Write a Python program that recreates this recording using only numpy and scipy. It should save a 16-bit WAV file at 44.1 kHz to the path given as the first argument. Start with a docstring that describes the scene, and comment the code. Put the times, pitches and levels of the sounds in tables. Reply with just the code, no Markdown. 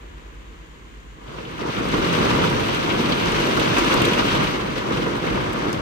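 """Rain on a parked car, heard from inside: a light patter, then a gust throws dense drops that ease off.
Each drop is a tap that rings the shell and cabin air; large drops tick and knock on the glass and
heavy ones thud on the roof panel. Underneath lie filtered noise for wind rumble and outside wash, and
a low hum of two beating sines. Two microphone ports hear each sound alike or unlike by frequency."""
import sys
import numpy as np
from scipy import signal
from scipy.fft import rfft, irfft, next_fast_len
from scipy.io import wavfile

SR = 44100
rng = np.random.default_rng(int(sys.argv[2]) if len(sys.argv) > 2 else 0)


def wav_record(signal):
    """Record a signal, one row per channel, as 16-bit PCM in the file named by sys.argv[1]."""
    frames = np.transpose(np.atleast_2d(signal))
    bounded = np.clip(frames, -1, 1)
    # unit amplitude maps onto the largest positive 16-bit level
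    quanta = np.round(bounded * 32767).astype(np.int16)
    wavfile.write(sys.argv[1], SR, quanta)


N = 256220  # length of the scene (samples)
SIZE = next_fast_len(N + 8192)  # spectra leave room for ringing past the end
HZ = np.fft.rfftfreq(SIZE, 1 / SR)
SPOTS = 10  # places on the shell that ring differently


def gain_of(db):
    """Decibels to amplitude."""
    return 10 ** (np.asarray(db) / 20)


def evened(x):
    """Scales to rms 1."""
    return x / np.sqrt(np.mean(x ** 2) + 1e-20)


def over_hz(table):
    """Columns of a spectrum table, drawn over log frequency."""
    f, *columns = np.transpose(table)
    return np.array([np.interp(np.log(HZ + 1), np.log(f + 1), c) for c in columns])


def over_time(table):
    """Columns of a curve table, one value a sample."""
    s, *columns = np.transpose(table)
    return np.array([np.interp(np.arange(N) / SR, s, c) for c in columns])


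def causal(db):
    """Minimum-phase filter with this gain: its ringing comes only after the blow."""
    log_gain = np.log(gain_of(db))
    mirrored = np.concatenate([log_gain, log_gain[..., -2:0:-1]], -1)
    phase = -signal.hilbert(mirrored).imag[..., :len(HZ)]
    return np.exp(log_gain + 1j * phase)


def band(lo_hz, hi_hz, order=3):
    """Gain in dB of a band with sloped edges."""
    below = 1 + (lo_hz / (HZ + 1)) ** (2 * order)
    above = 1 + (HZ / hi_hz) ** (2 * order)
    return -10 * np.log10(below * above)


# likeness of the two ports by frequency: low and middle rows from the cabin's standing waves,
# treble rows simply opposed, then alike:
# (frequency [Hz], likeness [-1..1], share shifted a quarter turn [-1..1])
PORT_LIKENESS = [(60, .97, .07), (92, .2, 0), (122, .9, .18), (160, .68, .15), (200, .86, .24),
                 (265, .55, .3), (300, .78, .2), (410, .15, .15), (490, .45, .4), (535, .1, 0),
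                 (580, -.65, -.1), (700, -.55, -.37), (890, -.72, 0), (980, -.05, .05), (1300, -.22, .42),
                 (1590, -.48, .2), (2150, .2, .16), (2900, -.1, -.18), (3400, -.24, -.06), (4300, .1, 0),
                 (9200, -.1, .1), (9800, -.95, 0), (11300, -.95, 0), (12200, .95, 0), (14800, .95, 0),
                 (15600, 0, 0)]


def ports(pair, colour):
    """Mixes two versions of a sound into left and right ports, with a set likeness at each frequency."""
    like, quarter = over_hz(PORT_LIKENESS)
    rest = np.sqrt(np.clip(1 - like ** 2 - quarter ** 2, 0, 1))
    a, b = pair
    right = (like + 1j * quarter) * a + rest * b
    return irfft(np.array([a, right]) * colour, SIZE)[:, :N]


# relative colour of shell and cabin at each port: (frequency [Hz], left gain [dB], right gain [dB])
CABIN_COLOUR = [(25, -85, -85), (60, -62, -62), (80, -58, -57), (105, -50, -52), (130, -49, -50.5),
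                (210, -50, -47), (260, -49, -49), (345, -48.5, -48), (410, -50.5, -51), (480, -53, -49.5),
                (530, -55, -53.5), (580, -50, -52), (650, -56, -55), (750, -57, -57), (810, -54, -55),
                (900, -56, -56), (970, -53.5, -54), (1030, -55, -55), (1140, -56.5, -57), (1200, -54, -56),
                (1350, -57, -58), (1550, -56.5, -58), (1850, -62.5, -62), (2100, -60.5, -61),
                (2350, -62, -61.5), (2900, -59.5, -61), (3300, -62, -63), (4300, -67, -69.5),
                (5100, -69.5, -75), (5450, -74, -81), (5600, -68.5, -78), (6000, -70.5, -79),
                (7400, -82, -83), (8500, -79, -82), (9500, -83, -82), (10600, -82.5, -82.5),
                (12800, -89, -89), (14500, -91, -91), (15700, -97, -97)]


def through_cabin(band_db):
    """One band of the cabin colour: shared ringing, and each port's own gain."""
    cabin = over_hz(CABIN_COLOUR)
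    return causal(cabin.mean(0) + band_db) * gain_of(cabin - cabin.mean(0))


def rings(t60, tap, count):
    """Taps on several spots, two versions each: a sharp start and a scatter of echoes dying 60 dB in t60."""
    t = np.arange(3000) / SR
    echoes = rng.standard_normal((count, 2, len(t))) * gain_of(-60 * t / t60)
    echoes[..., 0] = tap
    return echoes / np.linalg.norm(echoes, axis=2, keepdims=True)


def spot_colours(depth_db, octaves):
    """Each spot favours its own bands, a swell and dip recurring every so many octaves."""
    turns = np.log2(HZ + 50) / octaves + np.arange(SPOTS)[:, None] / SPOTS
    return gain_of(depth_db * np.sin(2 * np.pi * turns))


def spot_responses(t60, tap, depth_db):
    """Spectra of all spots, two versions; over all spots the colour is even and the versions unrelated."""
    a, b = np.swapaxes(rfft(rings(t60, tap, count=SPOTS), SIZE), 0, 1) * spot_colours(depth_db, 2.188)
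    a = a / np.linalg.norm(a, axis=0)
    b = b - a * (a.conj() * b).sum(0)  # removes what the versions share
    return np.array([a, b / np.linalg.norm(b, axis=0)])


def flurries(slowest, fastest):
    """Random sway of rms 1 between two rates in Hz: rain and wind arrive in small sheets."""
    t = np.arange(0, N, 64) / SR
    rates = np.geomspace(slowest, fastest, 30)
    waves = sum(np.sin(2 * np.pi * (f * t + rng.random())) / np.sqrt(f) for f in rates)
    return np.interp(np.arange(N) / SR, t, evened(waves))


# clusters of drops:
# (time [s], lift of the drumming [dB], lift of its rattle [dB], lift of patter and spray [dB])
CLUSTERS = [(1.387, 0, 3, 2), (1.616, -2, -1, 5.5), (1.781, 1.5, 1, 0.7), (1.946, 3.3, 5.5, 2),
            (2.145, 1, 1, 1), (2.205, 4.5, 2.1, -1.5), (2.449, 1, 3.5, 2), (2.764, -0.9, 3.5, 0.5),
            (2.903, -3.5, 1, 0.8), (3.003, 2.9, -1, 1.5), (3.123, -0.5, 2, 1.5), (3.268, 2, 0, 0.5),
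            (3.412, 2, 0.8, 2), (3.587, 0, 1.5, -1.5), (3.786, 0, 6, 1), (3.926, -1.5, 3, 2.5),
            (4.046, -0.5, -1.1, -0.5), (4.195, 0.5, 6.5, 2), (4.32, -2.5, 4.5, 2.0), (4.4, 0.5, 0, 0),
            (4.61, -0.5, 3, 1), (4.779, 3, 1, 3.5), (4.919, 4.5, 5.5, 1), (4.974, 2.5, 0.5, 2.0),
            (5.029, 2, 1.1, 1), (5.073, 3.5, 3, 0.3), (5.273, 1, 4, 1.7), (5.318, 0.5, -3, 0.5),
            (5.557, 2, 4.5, -0.5), (5.682, 5, 1, 0.6)]
CLUSTER_S = 0.011  # spread of a cluster to either side (s)


def clusters():
    """Each cluster shifts drumming, rattle and patter in one brief bell-shaped move."""
    s, *lifts = np.transpose(CLUSTERS)
    t = np.arange(0, N, 64) / SR
    bells = np.exp(-.5 * ((t - s[:, None]) / CLUSTER_S) ** 2)
    rough = np.array(lifts) @ bells
    return np.array([np.interp(np.arange(N) / SR, t, row) for row in rough])


def shower(level_db, band_db, per_s, spread_db, t60, tap, sheets_db, depth_db):
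    """Random drops of uneven size, each ringing one of many spots, with a level that follows the gust."""
    falls = rng.random(N) < per_s / SR
    size = gain_of(spread_db * np.minimum(rng.exponential(1, N), 3.5)) * falls
    spot = rng.integers(0, SPOTS, N)
    on_spot = spot == np.arange(SPOTS)[:, None]
    taps = rfft(size * gain_of(sheets_db) * on_spot, SIZE)
    struck_shell = (taps * spot_responses(t60, tap, depth_db)).sum(1)
    heard = ports(struck_shell, through_cabin(band_db))
    return heard / np.sqrt(np.mean(heard.mean(0) ** 2)) * gain_of(level_db)


def tilted(x, edges_hz, boom_db, rattle_db):
    """Raises or lowers the bottom and the top of a sound over time."""
    z = rfft(x, SIZE)
    boom, below_rattle = (irfft(z / (1 + (HZ / hz) ** 6), SIZE)[:, :N] for hz in edges_hz)
    middle = below_rattle - boom
    rattle = x - below_rattle
    return boom * gain_of(boom_db) + middle + rattle * gain_of(rattle_db)


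# the gust: (time [s], drumming of the shell [dB], its boom against that [dB],
# its rattle against that [dB], patter on the glass [dB]); clusters add to these
GUST_CURVE = [(0, -49.5, -2, -0.017, -57.5), (1.15, -58.5, 1, 0.28, -61.5), (1.2, -44.5, 0, 0, -62),
              (1.25, -45.5, -3, 2, -53.5), (1.3, -39, 7, 0.92, -49.5), (1.38, -38, 1, 0.025, -46),
              (1.56, -35, 3, -0.9, -42.5), (1.595, -31, 2, 2, -42.5), (1.635, -27, -5, -1.2, -44.5),
              (1.7, -28.5, 7, 0.96, -39), (1.735, -33.5, -5, 2.7, -36), (1.78, -26, 5, -0.18, -36),
              (1.88, -26.5, 1.5, -1.8, -35), (2.0, -23, 0.5, -1.4, -31.5), (2.18, -24, 2, 0.6, -29),
              (2.33, -20, -1, -0.79, -29.5), (2.43, -22, 5, 1.2, -30.5), (2.49, -24.5, 3.5, -0.31, -31.5),
              (2.55, -23.5, 3, -0.4, -31.5), (2.8, -25.5, 0, -1, -31.5), (2.9, -22.5, -1.5, -1.5, -31.5),
              (3.2, -24, 1, 0.018, -30), (3.6, -21.5, -2.5, -0.34, -28), (3.7, -24, 2.5, 1.1, -29),
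              (3.8, -22, -6.5, -0.64, -27), (4.0, -19.5, 1, -0.19, -28.5), (4.12, -22.5, -3, 0.52, -28.5),
              (4.3, -23, 0.5, -0.4, -29), (4.43, -22.5, 2.5, 1, -29.5), (4.5, -26, 2, -0.17, -31),
              (4.58, -25.5, -5, -0.65, -35.5), (4.72, -28, 3, -0.39, -37.5),
              (4.85, -29.5, -0.5, 1.6, -38.5), (4.94, -26, 1, -1.7, -35.5),
              (5.2, -26.5, -1.5, -0.67, -36.5), (5.32, -25, 1.5, -0.88, -36),
              (5.52, -27, 2.5, -0.57, -37.5), (5.62, -26, -2, 0.35, -36.5), (5.81, -28, 3, -2.2, -40)]
BOOM_HZ, RATTLE_HZ = 170, 650  # the boom lies below, the rattle above
# colour of the patter: (time [s], gain of its low end [dB], gain of its treble [dB])
PATTER_COLOUR = [(0, 2, -5), (1.2, 4, 2), (1.3, -4, 1), (1.55, -1, -2.5), (1.6, -1, 1), (1.67, 1.5, 3.5),
                 (1.75, 1.5, 0), (2.0, -1, 0), (2.5, 0.5, 0.5), (2.9, -1.5, -1), (3.3, -1, -1),
                 (3.8, -1.5, 0.5), (4.2, -0.5, 0.5), (4.5, 1, -1), (4.8, 2, 1), (5.3, 3, -0.5),
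                 (5.81, 4, 1)]
PATTER_HZ = 2000, 4000  # its low end lies below, its treble above
SPRAY_DB = -19.5  # fine spray against the patter


def rain():
    """Roof drums low, glass patters, spray ticks in the treble; all share sheets and clusters."""
    roof_db, boom_db, rattle_db, glass_db = over_time(GUST_CURVE)
    drum_lift, rattle_lift, glass_lift = clusters()
    sheets = flurries(10, 60)
    patter_db = glass_db + glass_lift
    roof = shower(roof_db + drum_lift, band(30, 1750), per_s=2000, spread_db=3.0,
                  t60=0.059, tap=5.1, sheets_db=0.23 * sheets, depth_db=4.47)
    glass = shower(patter_db, band(1480, 9300), per_s=1900, spread_db=3.1,
                   t60=0.077, tap=6.2, sheets_db=0.13 * sheets, depth_db=4.7)
    spray = shower(patter_db + SPRAY_DB, band(7550, 21000), per_s=3500, spread_db=1.3,
                   t60=0.051, tap=2.6, sheets_db=1.8 * sheets, depth_db=5.1)
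    # the rattle takes its own cluster lift in place of the drumming's
    roof = tilted(roof, (BOOM_HZ, RATTLE_HZ), boom_db, rattle_db + rattle_lift - drum_lift)
    glass = tilted(glass, PATTER_HZ, *over_time(PATTER_COLOUR))
    return roof + glass + spray


# two close low tones that beat:
# (time [s], middle pitch [Hz], throbs per second [1/s], level of each tone [dB])
HUM_CURVE = [(0, 51.2, 9.3, -41.5), (.55, 51.2, 8.8, -41), (.75, 51.2, 8.6, -48), (1.0, 51, 7.6, -42),
             (1.3, 50.5, 6.6, -46), (1.45, 50.5, 6.6, -53), (5.81, 50, 6.6, -53)]


def hum():
    """Two equal tones: a middle pitch whose swing passes through zero at each throb."""
    hz, throbs, db = over_time(HUM_CURVE)
    middle = np.sin(2 * np.pi * np.cumsum(hz) / SR)
    swing = np.sin(np.pi * np.cumsum(throbs) / SR)
    return 2 * middle * swing * gain_of(db)


# steady wash from outside, with a thin hiss near the left port; relative colour only:
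# (frequency [Hz], left gain [dB], right gain [dB])
WASH_COLOUR = [(40, -80, -80), (75, -64, -63), (110, -71, -71), (150, -71.5, -69.5), (215, -77, -73),
               (310, -75, -72.5), (440, -77, -77), (520, -84, -81), (750, -84, -82), (1070, -79, -80),
               (1350, -84, -85), (1700, -79.5, -81), (1850, -83, -85), (2000, -81, -83), (2150, -83, -85.5),
               (2400, -87, -86.5), (3100, -86.5, -86.5), (5300, -99, -108), (6900, -90, -107),
               (7350, -92, -110), (7700, -100, -111), (8500, -97, -110), (9600, -106, -107),
               (11000, -107, -107), (15600, -115, -115)]
WASH_DB = -45.5  # rms level


def wash():
    """Smooth noise through the shell."""
    noise = rfft(rng.standard_normal((2, N)), SIZE)
    return gain_of(WASH_DB) * evened(ports(noise, gain_of(over_hz(WASH_COLOUR))))


SHAKE_DB, SHAKE_LUMPS_DB = -16, -1  # wind shaking the body, against the drumming; its unevenness


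def rumble():
    """Wind shakes the body near the lowest cabin resonance, as hard as the gust blows."""
    noise = rfft(rng.standard_normal((2, N)), SIZE)
    shake = ports(noise, gain_of(band(45.0, 53, order=5)))
    drumming_db = over_time(GUST_CURVE)[0]
    lumps_db = SHAKE_LUMPS_DB * flurries(1.29, 5)
    return evened(shake) * gain_of(drumming_db + SHAKE_DB + lumps_db)


def struck(t60, tap, lo_hz, hi_hz):
    """One ringing response for each band given, peak 1."""
    out = rings(t60, tap, count=len(lo_hz))
    for k, edges in enumerate(zip(lo_hz, hi_hz)):
        out[k] = signal.sosfilt(signal.butter(3, edges, "band", fs=SR, output="sos"), out[k])
    return out / abs(out).max(axis=2, keepdims=True)


def placed(s, db, side_db, responses):
    """Single blows at their moments, with a lean between the two versions that feed the ports."""
    pair = np.zeros((2, SIZE))
    for at, size, lean, ring in zip(s, gain_of(db), side_db, responses):
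        sides = gain_of([[lean / 2], [-lean / 2]])
        pair[:, round(at * SR):][:, :ring.shape[1]] += size * ring * sides
    return rfft(pair)


# large drops on the glass, levels before the cabin colours them:
# (time [s], tick peak [dB], knock peak [dB], knock pitch [Hz], knock's lean to the left [dB])
LARGE_DROPS = [(1.2401, -47, -50, 2970, 1), (1.2777, -60, -36, 2950, 2), (1.3864, -55, -34, 2800, -3),
               (1.4508, -62, -30, 2870, 0), (1.5823, -44, -36, 2650, 4), (1.594, -46, -37, 5000, 0),
               (1.6279, -50, -29, 2200, 1.5), (1.703, -48, -25, 2880, -1), (1.766, -45, -24, 3020, 7),
               (1.888, -27, -38, 2990, -2), (1.9395, -34, -20.5, 2940, 3), (2.044, -45, -18, 1290, 0),
               (2.13, -24, -29, 2690, 0), (2.1909, -30, -22, 2870, -5), (2.438, -34, -14, 1250, 4),
               (2.5, -26.5, -40, 2850, -2), (2.6374, -33, -21.5, 2600, 4), (2.6855, -30, -19, 2920, 3),
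               (2.747, -28, -30, 2940, 1.5), (2.9008, -44, -19, 2620, 9), (3.1217, -43, -14.5, 3600, 0),
               (3.257, -45, -32, 5800, 4), (3.32, -23, -22, 2680, 3), (3.5728, -23.5, -15, 1180, -10),
               (3.597, -22, -19, 2980, -11), (3.7663, -40, -16, 2540, 0), (3.7843, -18, -23, 5040, .6),
               (3.7904, -22, -27, 2850, -6), (3.898, -45, -16, 1200, -2), (3.919, -40, -20, 2300, -4),
               (3.928, -26, -17.5, 4000, 1), (3.9418, -17, -18, 1200, -1), (3.974, -36, -20, 4000, 0),
               (4.019, -18, -17, 2650, -8), (4.042, -29, -15, 2230, 2), (4.049, -19.5, -14, 3300, -3),
               (4.054, -22, -26, 5500, -3), (4.1337, -24, -14, 2830, 2), (4.1771, -40, -18, 2320, -5),
               (4.3077, -40, -29, 2620, -1), (4.3504, -27, -18, 2850, -1), (4.4604, -45, -24, 1360, -5),
               (4.9718, -45, -26, 2910, 2), (5.0202, -45, -23, 2830, 1), (5.25, -48, -25, 1190, 11),
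               (5.302, -43, -25, 2290, -2), (5.358, -45, -29, 2320, 0), (5.2697, -36, -24, 2600, 3),
               (5.531, -28, -39, 2800, -4), (5.729, -24, -27, 5300, -2)]
TICK_HZ, TICK_T60 = (6400, 11700), 0.029  # band (Hz) and ring (s) of a tick
KNOCK_SPAN, KNOCK_T60 = 1.25, .055  # a knock fills pitch / span to pitch x span; its ring (s)


def large_drops():
    """A short bright tick and a duller knock, each dying within the padded cabin."""
    s, tick_db, knock_db, hz, side_db = np.transpose(LARGE_DROPS)
    tick_lo, tick_hi = np.outer(TICK_HZ, np.ones(len(s)))
    ticks = placed(s, tick_db, 0 * s, struck(TICK_T60, 6.4, tick_lo, tick_hi))
    knocks = placed(s, knock_db, side_db, struck(KNOCK_T60, 1.8, hz / KNOCK_SPAN, hz * KNOCK_SPAN))
    cabin = over_hz(CABIN_COLOUR)
    return ports(ticks + knocks, gain_of(cabin - cabin.mean(0)))


ECHO_S, ECHO_DB = (.003, .025), -29  # span of the first echoes (s) and level of each


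def panes(x, count=14):
    """A few quick echoes between the windows give the middle range its fine resonances."""
    delay = rng.uniform(*ECHO_S, (count, 1))
    sign = rng.choice([-1., 1.], (count, 1))
    arrivals = (sign * np.exp(-2j * np.pi * HZ * delay)).sum(0)
    echoes = arrivals * gain_of(ECHO_DB + band(700, 6000))
    return irfft(rfft(x, SIZE) * (1 + echoes), SIZE)[:, :N]


# heavy drops on the roof, before onset, decay and band soften them:
# (time [s], thud level [dB], lowest pitch [Hz])
ROOF_THUDS = [(1.617, -18, 413), (1.776, -26, 122), (1.985, -16, 312), (2.22, -11.5, 202),
              (2.291, -13, 292), (2.325, -12, 270), (2.355, -14, 370), (2.411, -18, 220), (2.46, -12, 490),
              (2.521, -17, 170), (1.649, -18, 327), (2.379, -31, 277), (2.479, -8, 190), (2.847, -13, 348),
              (3, -8, 254), (3.259, -11.5, 363), (3.355, -14, 342), (3.576, -15, 282), (3.717, -9, 151),
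              (3.956, -17, 346), (4.91, -27, 224), (5.225, -18, 316), (5.364, -23, 194), (5.659, -14, 192),
              (3.781, -9, 300), (3.819, -7.5, 314), (4.355, -14, 297), (4.419, -13.5, 363),
              (4.57, -37, 314), (5.048, -20, 279), (5.31, -14, 302), (5.548, -13, 188)]


def thuds():
    """The roof panel swings a few times near its struck pitch, up to 5 % above it."""
    s, db, hz = np.transpose(ROOF_THUDS)
    t = np.arange(2000) / SR
    pitch = hz[:, None, None] * rng.uniform(1.0, 1.05, (len(s), 2, 1))
    onset = np.minimum(t / 0.0039, 1)
    decay = gain_of(-60 * t / 0.034)
    swing = np.sin(2 * np.pi * pitch * t) * onset * decay
    return ports(placed(s, db, 0 * s, swing), gain_of(band(90, 1500)))


def scene():
    """Everything at the two ports; only rain and large drops echo between the windows."""
    return panes(rain() + large_drops()) + thuds() + rumble() + hum() + wash()


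EDGE_HZ = 15784  # the treble ends here (Hz)


def record(dry):
    """A steep low-pass cuts off the treble."""
    low_pass = signal.firwin(1501, EDGE_HZ, window=("kaiser", 9), fs=SR)
    return signal.oaconvolve(dry, low_pass[None], "same")


dry = scene()
out = record(dry)
wav_record(out)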